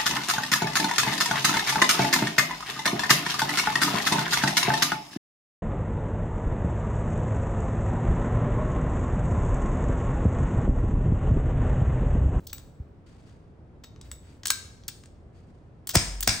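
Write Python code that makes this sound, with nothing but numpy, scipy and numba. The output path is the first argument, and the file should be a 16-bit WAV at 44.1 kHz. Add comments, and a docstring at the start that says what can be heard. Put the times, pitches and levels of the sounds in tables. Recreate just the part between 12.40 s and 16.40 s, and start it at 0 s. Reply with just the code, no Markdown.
"""Air pistol under a shelter

A revolver-style air pistol is loaded, snapped shut, cocked and fired twice at a bench under a roof by a pond.
Steel impacts excite the damped modes of shells and frame; each shot is a burst of gas with a low thump.
The shelter reverberates, sleeves rustle by friction, air rumbles faintly, and a limiter holds the shots down."""
import sys
import numpy as np
from scipy import signal
from scipy.fft import rfft, irfft, next_fast_len
from scipy.io import wavfile
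from scipy.ndimage import uniform_filter1d, minimum_filter1d
from numba import njit

SR = 44100
rng = np.random.default_rng(int(sys.argv[2]) if len(sys.argv) > 2 else 0)


def wav_record(signal):
    """Record a signal, one row per channel, as 16-bit PCM in the file named by sys.argv[1]."""
    frames = np.transpose(np.atleast_2d(signal))
    bounded = np.clip(frames, -1, 1)
    # unit amplitude maps onto the largest positive 16-bit level
    quanta = np.round(bounded * 32767).astype(np.int16)
    wavfile.write(sys.argv[1], SR, quanta)


N = 176400
CONTACT_RISE_S, CONTACT_FALL_S = 0.00031, 0.0012
# sliding of sleeve and hand: t/s, level/dB, rise/s, decay/s
SLIDES = [(.66, -60, 0.0049, 0.13), (.8, -66, 0.096, 0.08), (1.62, -59.5, 0.026, 0.068),
          (1.8, -60.5, 0.11, 0.07), (2.92, -67.5, 0.048, 0.19)]
# shots: t/s, gas level/dB, burst length/s, gas bass/dB, thump level/dB, thump start f/Hz, lead-in swell/s
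DISCHARGES = [(3.5531, -5.5, 0.00408, -0.5, -10.5, 412, 0.02),
              (3.8756, -2.5, 0.0014, -2.5, -23.5, 262, .004)]


def undb(db):
    """Amplitude ratio of a level in decibels."""
    return 10 ** (np.asarray(db) / 20)


def unit(x):
    """Normalisation to an rms of 1."""
    return x / np.sqrt(np.mean(x ** 2))


def colour(x, points):
    """Minimum-phase filter through (f/Hz, level/dB) points, made by folding the cepstrum."""
    size = next_fast_len(x.shape[-1] + 2048, True)
    size += size % 2
    hz, db = np.array(points, float).T
    log_hz = np.log(np.fft.rfftfreq(size, 1 / SR) + 1)
    cepstrum = irfft(np.log(undb(np.interp(log_hz, np.log(hz), db))))
    cepstrum[1:size // 2] *= 2
    cepstrum[size // 2 + 1:] = 0
    return irfft(rfft(x, size) * np.exp(rfft(cepstrum)))[..., :x.shape[-1]]


def envelope(t, rise, hold, fall):
    """Linear rise, hold and exponential decay."""
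    return np.clip(t / rise, 0, 1) * np.exp(-np.maximum(t - rise - hold, 0) / fall)


def burst(shape):
    """Two uncorrelated noise transients, whitened under an envelope."""
    x = rng.standard_normal((2, len(shape))) * shape
    for _ in range(2):
        x = irfft(np.exp(1j * np.angle(rfft(x))), len(shape)) * np.sqrt(shape)
    return unit(x) * np.sqrt(np.mean(shape ** 2))


def add(out, x, at):
    """Superposition of x on out, starting at a time in seconds."""
    i = max(int(at * SR), 0)
    out[..., i:i + x.shape[-1]] += x[..., :N - i]


def spread(pair, width):
    """Sum and difference turn mid and side into left and right."""
    return pair[0] + width * pair[1] * np.array([[1], [-1]])


def walk(rate_hz):
    """Random modulation of rms 1, interpolated between independent values."""
    step = int(SR / rate_hz)
    stairs = np.repeat(rng.standard_normal(N // step + 1), step)
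    return unit(uniform_filter1d(stairs, step)[:N])


def effort(rows):
    """Amplitude envelope of the hand's movements, a sum of strokes."""
    t = np.arange(N) / SR
    return sum(undb(db) * envelope(t - at, rise, 0, fall) for at, db, rise, fall in rows)


def friction(rows, tone, grain_db=2):
    """Sliding friction: noise whose amplitude follows the effort, with a random grain."""
    noise = unit(colour(rng.standard_normal((2, N)), tone))
    return noise * effort(rows) * undb(grain_db * walk(110))


def open_air(level_db=-46.5, swell_db=0.5):
    """Ambient noise: a gently swelling rumble, less coherent between the channels towards the treble."""
    # spectrum of the air: f/Hz, level/dB
    spectrum = [(18, -17), (45, -3.5), (85, 1), (200, -9), (450, -16), (1200, -31), (4000, -49.5),
                (10000, -60.5), (12000, -76)]
    # side relative to mid: f/Hz, level/dB
    width = [(150, -14), (1200, -1.5)]
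    mid, side = unit(colour(rng.standard_normal((2, N)), spectrum))
    return spread([mid, colour(side, width)], 1) * undb(level_db + swell_db * walk(13))


def handling():
    """Friction of handling makes a low rumble, in mono."""
    # movements: t/s, level/dB, rise/s, decay/s
    movements = [(-.03, -41.5, 0.029, 0.18), (1.62, -43.5, 0.07, 0.17)]
    # spectrum of the rumble: f/Hz, level/dB
    spectrum = [(25, -21.5), (70, 0.5), (150, -22.5), (2000, -49)]
    return friction(movements, spectrum)[0]


def sleeves():
    """Friction of cloth gives broadband noise with a narrow scraping peak."""
    # spectrum of the cloth: f/Hz, level/dB
    spectrum = [(300, -6), (1500, 10.5), (4350, 3.5), (4650, 9.5), (4950, 2), (10000, 0.5), (11500, -15.5)]
    return friction(SLIDES, spectrum)


def shelter(x, low_t60=0.47, mid_t60=0.32, top_t60=0.45, far_t60=0.73, build_s=0.0064):
    """Reverberation by convolution: roof reflection, scatter from posts and benches, a faint far tail."""
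    # spectrum of the reverberation: f/Hz, level/dB
    spectrum = [(100, 4), (500, -12), (2500, -3), (5500, -3), (10000, -7), (12000, -16.5)]
    t = np.arange(SR) / SR
    fade = lambda t60: np.exp(-np.log(1000) * t / t60)
    noise = rng.standard_normal((2, SR))
    low, below_top = (signal.sosfilt(signal.butter(2, hz, fs=SR, output="sos"), noise)
                      for hz in (900, 10000))
    near = low * fade(low_t60) + (below_top - low) * fade(mid_t60) + (noise - below_top) * fade(top_t60)
    far = colour(rng.standard_normal((2, SR)), [(1500, -3.5), (15000, -11.5)]) * fade(far_t60)
    diffuse = (unit(near) + undb(-8.5) * unit(far)) * (1 - np.exp(-(t / build_s) ** 2))
    roof = undb(-9) * unit(burst(envelope(t - 0.015, 0.00079, 0, 0.0026)))  # arrives after 15 ms
    response = colour(diffuse + roof, spectrum) / np.sqrt(SR)
    return signal.fftconvolve(x[:1], response, axes=1)[:, :N]


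def rattles(ticks_per_s=20, band_hz=(2800, 6500), relative_db=-15):
    """Loose parts tick as a Poisson process, as strongly as the hand moves."""
    ticks = (rng.random(N) < ticks_per_s / SR) * rng.random(N)
    decays = signal.lfilter([1], [1, -np.exp(-1 / (2 * CONTACT_FALL_S * SR))], ticks)
    bandpass = signal.butter(2, band_hz, "band", fs=SR, output="sos")
    steel = signal.sosfilt(bandpass, rng.standard_normal((2, N)) * decays)
    return undb(relative_db) * unit(steel) * effort(SLIDES)


def uneven(x, step_hz=380, above_hz=900):
    """Each blow excites the gun's broad resonances unequally: a random spectral ripple."""
    hz = np.arange(2, 44) * step_hz
    db = 3 * np.clip(rng.standard_normal(len(hz)), -1.5, 1.5)
    ripple = (db - uniform_filter1d(db, size=5)) * (hz > above_hz)
    return colour(x, np.column_stack([hz, ripple]))


def contacts(events, modes, detune=0.0056, ring_offset_db=-19.5):
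    """Impact excitation: metal chatters, dies in a damped clatter and leaves close mode pairs beating."""
    out, t = np.zeros((2, N)), np.arange(SR // 3) / SR
    # bass of a contact: f/Hz, level/dB
    bass = [(450, -21.5)]
    hz, mode_db, t60 = np.array(modes + modes).T[:, :, None]
    for at, db, body_db, edge_db, top_db, ring_db, length in events:
        pitch = hz * (1 + detune * rng.standard_normal(hz.shape))
        poles = 2j * np.pi * pitch - np.log(1000) / t60
        rings = undb(mode_db + ring_db + ring_offset_db) * np.exp(poles * t)
        phasors = np.exp(2j * np.pi * rng.random((2, len(hz))))
        hit = (phasors @ rings).imag * np.minimum(t / CONTACT_RISE_S, 1)
        chatter = burst(envelope(t[:SR // 20], CONTACT_RISE_S, length, CONTACT_FALL_S))
        clatter = undb(-10) * burst(envelope(t[:SR // 10], length, 0, fall=0.011))
        add(hit, chatter, 0)
        add(hit, clatter, 0)
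        tone = bass + [(1100, body_db), (1700, body_db), (2500, body_db - 2.5), (3200, 0), (6000, 0),
                       (8500, edge_db), (11500, (edge_db + top_db) / 2 - 3), (15000, top_db)]
        add(out, undb(db) * colour(uneven(hit), tone), at)
    return out


def shells():
    """Shells set into the cylinder ring in free vibration after each impact."""
    # impacts: t/s, level/dB, body/dB, edge/dB, top/dB, ring/dB, length/s
    impacts = [(.069, -31.5, -21, -3.5, 1, -9, .004), (.094, -40, -11, -20, -24, -10, 0.01),
               (.1295, -29, 1.5, 0, 6, -1.5, 0.0029), (.1805, -38, -0.5, 2, -22, -25, 0.0033),
               (1.437, -38, -0.5, -13, -12.5, 4, .009), (1.560, -47, 5, -16.5, -24, -7.5, .0015),
               (1.6125, -35.5, -7, -2, -21, -12, .002), (1.7145, -32, 5, 6, -6, -1, 0.0016)]
    # modes of the shells: f/Hz, level/dB, T60/s
    modes = [(3730, -4, 0.23), (3800, -1, 0.21), (5400, -13.5, .17), (6335, -12, .16), (7870, 8.5, 0.13),
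             (9990, 1, 0.14), (15120, 3.5, .2)]
    return contacts(impacts, modes)


def lockwork():
    """Impacts of cylinder, latch, trigger and hammer excite the gun's natural modes."""
    # impacts: t/s, level/dB, body/dB, edge/dB, top/dB, ring/dB, length/s
    impacts = [(2.033, -30.5, -1.5, -13, -21, -7, 0.0024), (2.0543, -19, -1.5, -2, -8, -5, 0.0066),
               (2.070, -19, -7, 11.5, -5, -5, 0.00083), (2.081, -16.5, -15, -3, -15, -6, 0.0013),
               (2.1028, -6.5, -3.5, -3, -8, 1.5, 0.0023), (2.436, -39.5, -6, -29, -23, -17, 0.00048),
               (2.4800, -26, -10, 4.5, 1.5, -6, 0.0045), (2.4838, -26, -5, -25, -19, -5, 0.0052),
               (2.636, -44, 5, -3, -21, -18, 0.002), (2.657, -46.5, 4, 7, -21.5, -20, 0.002),
               (3.4715, -29, -6, 7.5, 4, -7, 0.0037), (3.4908, -22, -6.5, -2, 1.5, -13, 0.0063),
               (3.501, -28.5, -8, -2, -6, -32, 0.014), (3.8062, -25, -4, 8, 10, -10, 0.0014),
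               (3.8268, -20, -5.5, 1.5, -2, -13, 0.007)]
    # modes of cylinder and frame: f/Hz, level/dB, T60/s
    modes = [(1583, -2.5, 0.14), (1646, 6, 0.06), (3850, -17, .23), (4950, -13.5, 0.19), (7960, -2, 0.15),
             (8560, -6.5, 0.12), (9980, 5, 0.087), (10280, 10, 0.093), (15120, -8, .18)]
    return contacts(impacts, modes)


def thumps(end_hz=55.3, glide_s=0.00582, lag_s=0.00581, drone_hz=47.1):
    """Damped sinusoids of falling pitch mark a knock and the shots; a drone follows the first shot."""
    # dull knock of the hand: t/s, level/dB, start f/Hz
    knocks = [(0.399, -25, 174)]
    shot_pulses = [(at + lag_s, db, hz) for at, _, _, _, db, hz, _ in DISCHARGES]
    out, t = np.zeros(N), np.arange(N) / SR
    pulse = envelope(t, rise=0.0032, hold=0.0116, fall=0.0063)
    for at, db, start_hz in knocks + shot_pulses:
        hz = end_hz + (start_hz - end_hz) * np.exp(-t / glide_s)
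        add(out, undb(db) * np.sin(2 * np.pi * np.cumsum(hz) / SR) * pulse, at)
    drone = np.sin(2 * np.pi * drone_hz * t) * envelope(t, rise=0.13, hold=0.13, fall=0.043)
    add(out, undb(-28.5) * drone, at=3.58)
    return out


def shots(rise_s=0.00046, fall_s=0.0023, swell_db=-14.5):
    """A faint noise swells just before each shot, then gas expands from the valve as a noise transient."""
    # spectrum of the discharge: f/Hz, level/dB
    spectrum = [(60, 2), (300, 5.5), (480, 3.5), (700, 8), (1150, -4.5), (1560, 4), (2700, -3.5),
                (3050, -3.5), (3750, -3), (5400, 4), (6900, -0.5), (8400, 2.5), (10500, -3.5),
                (15500, -6.5)]
    out, t = np.zeros((2, N)), np.arange(SR // 10) / SR
    for at, db, length, bass_db, _, _, swell_s in DISCHARGES:
        gas = uneven(burst(envelope(t, rise_s, length, fall_s)))
        add(out, undb(db) * colour(gas, [(650, bass_db), (1200, 0)]), at)
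        swell = burst(envelope(t, swell_s, 0, fall_s))
        add(out, undb(db + swell_db) * swell, at - swell_s)
    return colour(out, spectrum)


def scene():
    """Direct sound of the gun, close and a little to the left, adds to the diffuse field and open air."""
    # side relative to mid in the diffuse field: f/Hz, level/dB
    diffuse_width = [(250, -8), (1200, 0), (6500, -1.5), (8500, -23)]
    steel = shells() + lockwork() + rattles()
    gas = shots()
    direct = spread(steel + gas, width=0.25)
    mid, side = shelter(undb(-5) * steel + undb(1) * gas) + sleeves()
    diffuse = spread([mid, colour(side, diffuse_width)], width=0.86)
    balance = undb([[1], [-1]])
    return (direct + diffuse) * balance + thumps() + handling() + open_air()


def ports(x):
    """Treble resonance of the two microphone ports shifts the phase between left and right."""
    # lead of the left port over the right: f/Hz, phase/rad
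    phase_lead = [(100, 0), (1300, .8), (2800, 1), (8300, .1), (11800, -6.2), (12600, -6.9), (14900, -12.4)]
    # response of the ports: f/Hz, level/dB
    response = [(9400, -3.5), (10250, -4), (11300, -8), (13000, -6.5), (14500, -6.5), (15500, 4.5),
                (16200, -16)]
    size = 2 * N
    lead = np.interp(np.fft.rfftfreq(size, 1 / SR), *np.array(phase_lead).T)
    turn = np.exp(1j * np.array([lead, 0 * lead]))
    return irfft(rfft(colour(x, response), size) * turn)[:, :N]


@njit
def follow(size, keep):
    """Peak detection with instant attack and exponential release."""
    out, peak = np.empty(len(size)), 0.
    for i in range(len(size)):
        peak = max(size[i], peak * keep)
        out[i] = peak
    return out


def record(dry, limit_db=-2.66, release_s=0.0093, cutoff_hz=16100):
    """Peak limiting and low-pass filtering follow the microphone ports."""
    x = ports(dry)
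    peak = follow(np.abs(x).max(axis=0), np.exp(-1 / (release_s * SR)))
    gain = np.minimum(1, undb(limit_db) / (peak + 1e-9))
    gain = uniform_filter1d(minimum_filter1d(gain, size=44), size=44)  # held and smoothed over 1 ms
    lowpass = signal.ellip(8, .2, 70, cutoff_hz, fs=SR, output="sos")
    return signal.sosfilt(lowpass, x * gain)


dry = scene()
out = record(dry)
wav_record(out)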